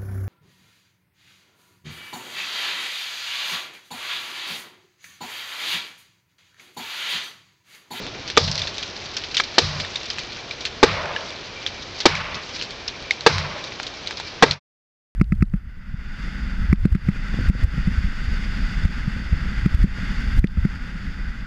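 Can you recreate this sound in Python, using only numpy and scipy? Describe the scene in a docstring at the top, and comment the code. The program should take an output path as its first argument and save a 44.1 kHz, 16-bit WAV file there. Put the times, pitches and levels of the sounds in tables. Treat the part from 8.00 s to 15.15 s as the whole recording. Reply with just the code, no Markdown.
"""A small axe chops a standing trunk six times in a quiet wood. Each blow cracks, shakes modes of the notch and
trunk, and returns from the trees as fading coloured noise. Around the blows, ringing ticks, mostly wood chips, and
a grainy patter fall on dry leaf litter, under steady air hush, a wavering low wind and a faint narrow chirr. One
small microphone, near enough to overload, clips the blows; its gain control ducks and recovers; a fade closes."""
import sys
import numpy as np
from scipy import signal
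from scipy.fft import rfft, irfft, next_fast_len
from scipy.io import wavfile
from scipy.ndimage import uniform_filter1d

SR = 44100
rng = np.random.default_rng(int(sys.argv[2]) if len(sys.argv) > 2 else 0)


def materialize(psi):
    """Save the field psi as 16-bit PCM at rate SR to the path in sys.argv[1].

    A 1-D psi becomes a single channel; in a 2-D psi each row is a channel.
    """
    bounded = np.clip(np.atleast_2d(psi).T, -1, 1)
    quanta = np.round(bounded * 32767).astype(np.int16)
    wavfile.write(sys.argv[1], SR, quanta)


N = 315315
T = np.arange(N) / SR


def amp(db):
    """Gain of a dB value."""
    return 10 ** (np.asarray(db, float) / 20)


def rms_one(x):
    """Scaled to rms 1."""
    return x / np.sqrt(np.mean(x ** 2) + 1e-20)


def noise():
    """White noise as long as the scene."""
    return rng.standard_normal(N)


def lowpass(x, hz):
    """Second-order roll-off above hz."""
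    return signal.sosfilt(signal.butter(2, hz, fs=SR, output="sos"), x)


def highpass(x, hz):
    """Second-order roll-off below hz."""
    return signal.sosfilt(signal.butter(2, hz, "high", fs=SR, output="sos"), x)


def coloured(x, spectrum):
    """x shaped by a smooth spectrum that falls away beyond its ends; rms 1."""
    hz, db = np.transpose(spectrum)
    hz = np.r_[hz[0] / 4, hz, hz[-1] * 2]
    db = np.r_[db[0] - 40, db, db[-1] - 30]
    size = next_fast_len(N)
    log_bins = np.log(np.maximum(np.arange(size // 2 + 1) * SR / size, 1))
    gains = amp(np.interp(log_bins, np.log(hz), db))
    return rms_one(irfft(rfft(x, size) * gains, size)[:N])


def ring(clicks, hz, t60_s):
    """Two-pole resonance: a unit click sets a sine of height 1 ringing, down 60 dB after t60_s."""
    radius = amp(-60 / (t60_s * SR))
    angle = 2 * np.pi * hz / SR
    return signal.lfilter([0, np.sin(angle)], [1, -2 * radius * np.cos(angle), radius ** 2], clicks + 1e-18)


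def dying(starts_s, levels_db, t60_s, rise_s):
    """Sum of envelopes that rise at each time and die away."""
    out = np.zeros(N)
    t60_s = max(t60_s, .01)
    for start_s, level_db in zip(starts_s, levels_db):
        i = round(start_s * SR)
        t = T[:min(N - i, int(1.5 * t60_s * SR))]
        out[i:i + len(t)] += amp(level_db - 60 * t / t60_s) * (1 - np.exp(-t / rise_s))
    return out


def flutter(hz, depth_db):
    """Random gain that wavers about hz times a second."""
    return amp(depth_db * rms_one(lowpass(noise(), hz)))


# steady hush, spectrum before the microphone: hz, level_db (relative, per Hz)
AIR_SPECTRUM = [(25, -1), (96, 3), (170, -6.5), (350, 2.5), (570, 1.5), (1000, -2), (1800, -3), (3800, -3),
                (6000, -5.5), (7500, -17.5), (8800, -29.5)]
AIR_DB = -37


def air():
    """Steady hush of the wood and the microphone: coloured noise."""
    return amp(AIR_DB) * coloured(noise(), AIR_SPECTRUM)


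WIND_HZ, WIND_DB = 220, -47.5
SHAKE_DB, SHAKE_RISE_S, SHAKE_T60_S = -30, .12, 1.1   # swell after a blow, re its boom level
OPENING_HZ, OPENING_RUMBLE_DB, OPENING_T60_S = 444, -30, 0.77


def wind():
    """Lumpy low rumble that swells as each blow shakes the ground; at first the rumble of an earlier blow dies
    away."""
    start_s, boom_db = np.transpose(AXE_BLOWS)[[0, 5]]
    level = amp(WIND_DB) + dying(start_s, boom_db + SHAKE_DB, SHAKE_T60_S, SHAKE_RISE_S)
    buffeting = level * rms_one(lowpass(noise(), WIND_HZ))
    opening_level = amp(OPENING_RUMBLE_DB - 60 * T / OPENING_T60_S)
    opening = opening_level * rms_one(lowpass(noise(), OPENING_HZ))
    return flutter(19, 3.0) * (buffeting + opening)


CHIRR_HZ, CHIRR_WIDTH_HZ, CHIRR_DB = 2350, 190, -51


def chirr():
    """A faint chirr, perhaps an insect: noise twice through one resonance, in short irregular swells."""
    b, a = signal.iirpeak(CHIRR_HZ, CHIRR_HZ / CHIRR_WIDTH_HZ, fs=SR)
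    narrow = signal.lfilter(b, a, signal.lfilter(b, a, noise()))
    return amp(CHIRR_DB) * flutter(12, 4.0) * rms_one(narrow)


def grains(per_s, spread_db):
    """Random clicks of uneven size and either sign."""
    sizes = amp(spread_db * np.minimum(rng.exponential(1, N), 5)) * rng.choice([-1, 1], N)
    return sizes * (rng.random(N) < per_s / SR)


# dry leaf litter, also the colour of the axe's crack: hz, level_db (relative, per Hz)
LITTER_SPECTRUM = [(1200, -5), (2300, 0), (4200, 7), (6000, 3.5), (8000, -9)]
LEAF_CYCLES = 16   # cycles a leaf rings in falling 60 dB


def leaves(per_s, spread_db):
    """Random taps dealt to leaves of twelve sizes, each ringing briefly at its own pitch; rms 1."""
    taps = grains(per_s, spread_db)
    dealt = rng.integers(0, 12, N)
    crackle = np.zeros(N)
    for k, pitch_hz in enumerate(np.geomspace(1500, 7500, 12)):
        leaf = rms_one(ring(taps * (dealt == k), pitch_hz, LEAF_CYCLES / pitch_hz))
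        crackle += flutter(15, 2.2) * leaf * np.sqrt(pitch_hz)
    return coloured(crackle, LITTER_SPECTRUM)


# fine patter of bark crumbs and shaken leaves, level drawn as a line between points: time_s, level_db
CRUMB_PATTER = [(0.0, -40.5), (0.35, -46.5), (0.52, -35.5), (0.85, -38.5), (1.1, -38.5), (2.15, -35.5),
                (2.7, -45), (3.3, -38), (4.04, -41), (4.3, -62.5), (4.52, -35), (4.9, -51), (5.1, -43),
                (6.5, -43.5)]
PATTER_PER_S, PATTER_CLUMPS_DB = 2300, 3.2


def patter():
    """Crumbs rain on the leaves in a clumped crackle."""
    time_s, level_db = np.transpose(CRUMB_PATTER)
    level = amp(np.interp(T, time_s, level_db))
    return level * flutter(25, PATTER_CLUMPS_DB) * leaves(PATTER_PER_S, 0.7)


# ticks, mostly chips landing, some the first touch or second bite of a blow; levels before the microphone:
# start_s, peak_db, pitch_hz, ring_cycles (to fall 60 dB), rustle_db
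TICKS = [(0.0662, -14.5, 3220, 8.7, -38), (0.277, -24, 4450, 8, -24), (0.3009, -11, 3950, 8.8, -25.5),
         (0.3682, -4, 3570, 9, -25.5), (0.477, -14, 3660, 16, -14), (0.5144, -1, 5060, 15, -20.5),
         (0.5552, -4.5, 4830, 25, -28), (0.578, -11, 4400, 21, -17.5), (0.5932, -9, 4030, 20, -35),
         (0.618, -9.5, 3570, 61, -21), (0.671, -20, 3500, 8.8, -20), (0.782, -8, 3380, 9, -23.5),
         (0.8282, -16.5, 3220, 8, -23.5), (1.167, -12.5, 5400, 48, -20), (1.238, -14, 3070, 16, -26.5),
         (1.3104, -30, 4400, 12, -31.5), (1.344, -16, 3780, 7.3, -18), (1.3687, 0, 4100, 3.3, -15),
         (1.377, -7, 3020, 33, -27), (1.3995, -1, 1800, 20, -39), (1.4027, 1, 1320, 22, -32),
         (1.437, -17, 4100, 12, -24), (1.8005, -12, 2210, 32, -21), (1.8476, -18, 1820, 26, -30),
         (1.957, -11.5, 3700, 73, -24), (2.0323, -21, 3770, 8.2, -34), (2.1016, -14, 5000, 21, -22.5),
         (2.1842, -9.5, 2340, 6, -23), (2.321, -26, 3380, 9.5, -29.5), (2.5095, -18, 2350, 79, -31),
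         (2.607, -17, 4260, 20, -25.5), (2.6524, -8, 3700, 8, -17.5), (2.8464, 10, 4300, 10, -23.5),
         (3.057, -8.5, 1550, 13, -31), (3.1625, -9.5, 1700, 49, -47), (3.3044, -20, 3490, 13, -38),
         (3.664, -7, 3460, 20, -21), (4.0027, -29, 3900, 14, -20), (4.1527, -0.5, 2280, 26, -17.5),
         (4.344, -19, 2130, 12, -23.5), (4.561, -24, 4300, 10, -27), (4.613, -13, 2890, 12, -28),
         (4.623, -16, 4130, 6.1, -25), (4.707, -19, 4500, 8, -31), (4.8788, -10.5, 5300, 58, -22.5),
         (5.0249, -20, 3900, 38, -42), (5.1087, 0, 2180, 33, -19), (5.208, -14, 4200, 12, -31),
         (5.3827, 5.5, 2360, 8.7, -24), (5.64, -17.5, 3800, 26, -32), (5.7215, -18.5, 2080, 23, -47),
         (5.7996, -10.5, 800, 6.5, -33), (5.831, -11, 4200, 18, -30), (5.867, -14, 3740, 59, -27.5),
         (6.0624, -20, 3520, 8, -35), (6.073, -11, 3980, 21, -27), (6.109, -12, 1500, 6, -28.5),
         (6.1705, -26, 4360, 13, -28.5), (6.1996, -14, 915, 13, -30.5), (6.51, 3.5, 4270, 46, -6)]
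RUSTLE_T60_S = 0.099
OVERTONE, OVERTONE_DB = 1.67, -20   # second mode: pitch ratio, level for a 3.5 kHz tick
OVERTONE_DB_PER_KHZ = -5.5   # high ticks barely sound their second mode
SNAP_DB, SNAP_DB_PER_CYCLE = -8.5, -0.3   # long-ringing ticks have less snap
TICK_SAMPLES = 1500


def ticks():
    """Ticks, mostly chips landing: a snap, a ring at two pitches and a rustle of leaves."""
    start_s, peak_db, pitch_hz, ring_cycles, rustle_db = np.transpose(TICKS)
    out = dying(start_s, rustle_db, RUSTLE_T60_S, 0.00033) * leaves(3600.0, 0.8)
    # a short uneven contact
    jolts = rng.standard_normal((len(start_s), TICK_SAMPLES)) * np.exp(-T[:TICK_SAMPLES] / .0006)
    for start, db, pitch, cycles, jolt in zip(start_s, peak_db, pitch_hz, np.maximum(ring_cycles, 2), jolts):
        high = min(OVERTONE * pitch, .2 * SR)
        overtone_db = OVERTONE_DB + OVERTONE_DB_PER_KHZ * (pitch / 1000 - 3.5)
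        tick = rms_one(ring(jolt, pitch, cycles / pitch))
        tick += amp(overtone_db) * rms_one(ring(jolt, high, cycles / high))
        tick += amp(SNAP_DB + SNAP_DB_PER_CYCLE * cycles) * rms_one(ring(jolt, 2300, 0.0042))   # broad snap
        tick = np.diff(tick, prepend=0)   # a small body radiates little bass
        i = round(start * SR)
        out[i:i + TICK_SAMPLES] += amp(db) * tick / np.max(np.abs(tick))
    return out


SPLINTER_T60_S = .018   # fibres go on snapping briefly after the edge stops
TEAR_DB, TEAR_T60_S = -18, 0.15   # the torn chip creaks loose after the blow


def contact(starts_s, levels_db, lengths_ms):
    """Envelopes that hold while the edge drives in, drop quickly, then trail off."""
    out = np.zeros(N)
    for start_s, level_db, length_ms in zip(starts_s, levels_db, lengths_ms):
        after_s = np.maximum(T - start_s - length_ms / 1000, 0)
        fall = amp(-60 * after_s / SPLINTER_T60_S) + amp(TEAR_DB - 60 * after_s / TEAR_T60_S)
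        out += amp(level_db) * fall * np.clip((T - start_s) / .0005, 0, 1)
    return out


# axe blows, levels before the microphone: start_s, crack_db, thud_db, knock_db, contact_ms, boom_db,
# dull_echo_db, middle_echo_db, bright_echo_db
AXE_BLOWS = [(0.3727, 8.5, -18.5, -15.5, 4.3, -9, -15, -26.5, -10),
             (1.5814, 7.5, -18, -24.5, 4.9, -14.5, -19, -21.5, -13),
             (2.8290, 4.5, -9.5, -11, 10.6, -11, -4, -10, -13),
             (4.055, 8, -13.5, -15, 8.3, -12.5, -14, -10.5, -14.5),
             (5.263, 10.5, -14, -8, 7.3, -7.5, -9.5, -12, -9),
             (6.4240, 2.5, -11.5, -9, 12.7, -9.5, -12, -14.5, -13)]
# modes of the wood round the notch, thudding below 700 Hz and knocking above: pitch_hz, level_db, t60_ms
NOTCH_MODES = [(263, -8.5, 30), (414, -7, 18), (480, 1.5, 29), (562, -1, 16), (662, -4, 19),
               (780, -14.5, 11), (880, 4.5, 10), (1200, -11, 26), (1201, 2, 6.6), (1620, 1, 9.4),
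               (1890, -1, 8.6), (2263, -8.5, 26), (3500, -3.5, 6.8)]
CRACK_DELAY_S = .0015   # fibres split just after the edge lands


def axe():
    """Splitting fibres crack while the edge bites in a burst of jolts that shake the notch modes."""
    start_s, crack_db, thud_db, knock_db, contact_ms = np.transpose(AXE_BLOWS)[:5]
    out = contact(start_s + CRACK_DELAY_S, crack_db, contact_ms) * coloured(noise(), LITTER_SPECTRUM)
    jolts = noise()
    thud = contact(start_s, thud_db, contact_ms) * jolts
    knock = contact(start_s, knock_db, contact_ms) * jolts
    for pitch_hz, level_db, t60_ms in NOTCH_MODES:
        shake = thud if pitch_hz < 700 else knock
        out += amp(level_db) * ring(shake, pitch_hz, t60_ms / 1000)
    return highpass(out, 300)   # the blow itself carries little bass below 300 Hz


THUMP_DB, THUMP_HZ, THUMP_T60_S = -2.5, 80, 0.07   # level re the blow's boom


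def thump():
    """A short soft low thump under each clipped blow: a click rings a damped resonance."""
    start_s, boom_db = np.transpose(AXE_BLOWS)[[0, 5]]
    clicks = np.zeros(N)
    clicks[np.round(start_s * SR).astype(int)] = amp(boom_db + THUMP_DB)
    return ring(clicks, THUMP_HZ, THUMP_T60_S)


# low booming modes of the whole trunk, before a 190 Hz low-pass: pitch_hz, width_hz, level_db
TRUNK_MODES = [(47.3, 26, -11), (92.8, 8, -1), (147.5, 12, -1.5), (188, 20, -6)]
BOOM_T60_S = 0.46
BOOM_DELAY_S = 0.023   # the low boom comes up shortly after each blow


def trunk():
    """The trunk and roots boom on after the blow: noise in its low modes."""
    start_s, boom_db = np.transpose(AXE_BLOWS)[[0, 5]]
    boom = np.zeros(N)
    for pitch_hz, width_hz, level_db in TRUNK_MODES:
        t60_s = np.log(1000) / np.pi / width_hz
        boom += amp(level_db) * rms_one(ring(noise(), pitch_hz, t60_s))
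    return dying(start_s + BOOM_DELAY_S, boom_db, BOOM_T60_S, 0.035) * lowpass(boom, 190)


# echo colours, from ground and trunks (dull) up to foliage (bright): hz, level_db (relative, per Hz)
DULL_SPECTRUM = [(180, -18.5), (300, -16), (470, -5), (620, 2), (760, -7), (900, -2.5), (1200, -7.5),
                 (1500, -9), (3000, -20.5)]
MIDDLE_SPECTRUM = [(500, -24), (850, -3.5), (1100, 4), (1600, -1), (2300, 2), (2900, -2.5), (7000, -21.5)]
BRIGHT_SPECTRUM = [(1000, -10.5), (2500, -13), (3900, 4), (5500, 2), (8000, -16.5)]
# build-up and decay of the echoes, rows dull, middle, bright: t60_s, rise_s
ECHO_DECAYS = [(0.72, 0.21), (0.72, 0.018), (0.55, .01)]
ECHO_FLUTTER_DB = 1.5


def echoes():
    """Scattered, uneven returns: dull noise builds slowly off ground and trunks, bright quickly off foliage."""
    start_s, levels_db = np.transpose(AXE_BLOWS)[0], np.transpose(AXE_BLOWS)[6:]
    spectra = (DULL_SPECTRUM, MIDDLE_SPECTRUM, BRIGHT_SPECTRUM)
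    out = np.zeros(N)
    for level_db, spectrum, (t60_s, rise_s) in zip(levels_db, spectra, ECHO_DECAYS):
        envelope = dying(start_s, level_db, t60_s, rise_s)
        out += envelope * flutter(30, ECHO_FLUTTER_DB) * coloured(noise(), spectrum)
    return out


def scene():
    """All sources reach one microphone."""
    quiet_wood = air() + wind() + chirr() + patter() + ticks()
    blows = axe() + thump() + trunk() + echoes()
    return (quiet_wood + blows)[None]


MIC_LOW_HZ, MIC_CUT_HZ, CUTOFF_HZ = 34.3, 5290, 9250   # bass roll-off, treble roll-off, steep upper limit
DUCK_ABOVE_DB, DUCK_RATIO = -11, 0.48   # ratio: dB of cut per dB over the threshold
ATTACK_S, RELEASE_DB_S = 0.0027, 46   # smoothing time, recovery in dB per second
CLIP = .68   # overload amplitude
FADE_START_S, FADE_END_S, FADE_POWER = 6.51, 6.597, 1.34


def record(dry):
    """Gain control ducks too late for the blows, which clip; bass and treble roll off; a fade closes."""
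    thin = highpass(dry, MIC_LOW_HZ)
    level_db = 10 * np.log10(uniform_filter1d(thin[0] ** 2, size=132) + 1e-12)   # 3 ms mean power
    cut_db = np.maximum(level_db - DUCK_ABOVE_DB, 0) * DUCK_RATIO
    # each peak in the cut is let go at the release rate
    held_db = np.maximum.accumulate(cut_db + RELEASE_DB_S * T) - RELEASE_DB_S * T
    lag = np.exp(-1 / (ATTACK_S * SR))
    smooth_cut_db = signal.lfilter([1 - lag], [1, -lag], np.maximum(held_db, 0))
    clipped = np.clip(thin * amp(-smooth_cut_db), -CLIP, CLIP)
    soft = signal.sosfilt(signal.butter(3, MIC_CUT_HZ, fs=SR, output="sos"), clipped)
    fade = np.clip((FADE_END_S - T) / (FADE_END_S - FADE_START_S), 0, 1) ** FADE_POWER
    return signal.sosfilt(signal.cheby2(8, 28, CUTOFF_HZ, fs=SR, output="sos"), soft * fade)


dry = scene()
out = record(dry)
materialize(out)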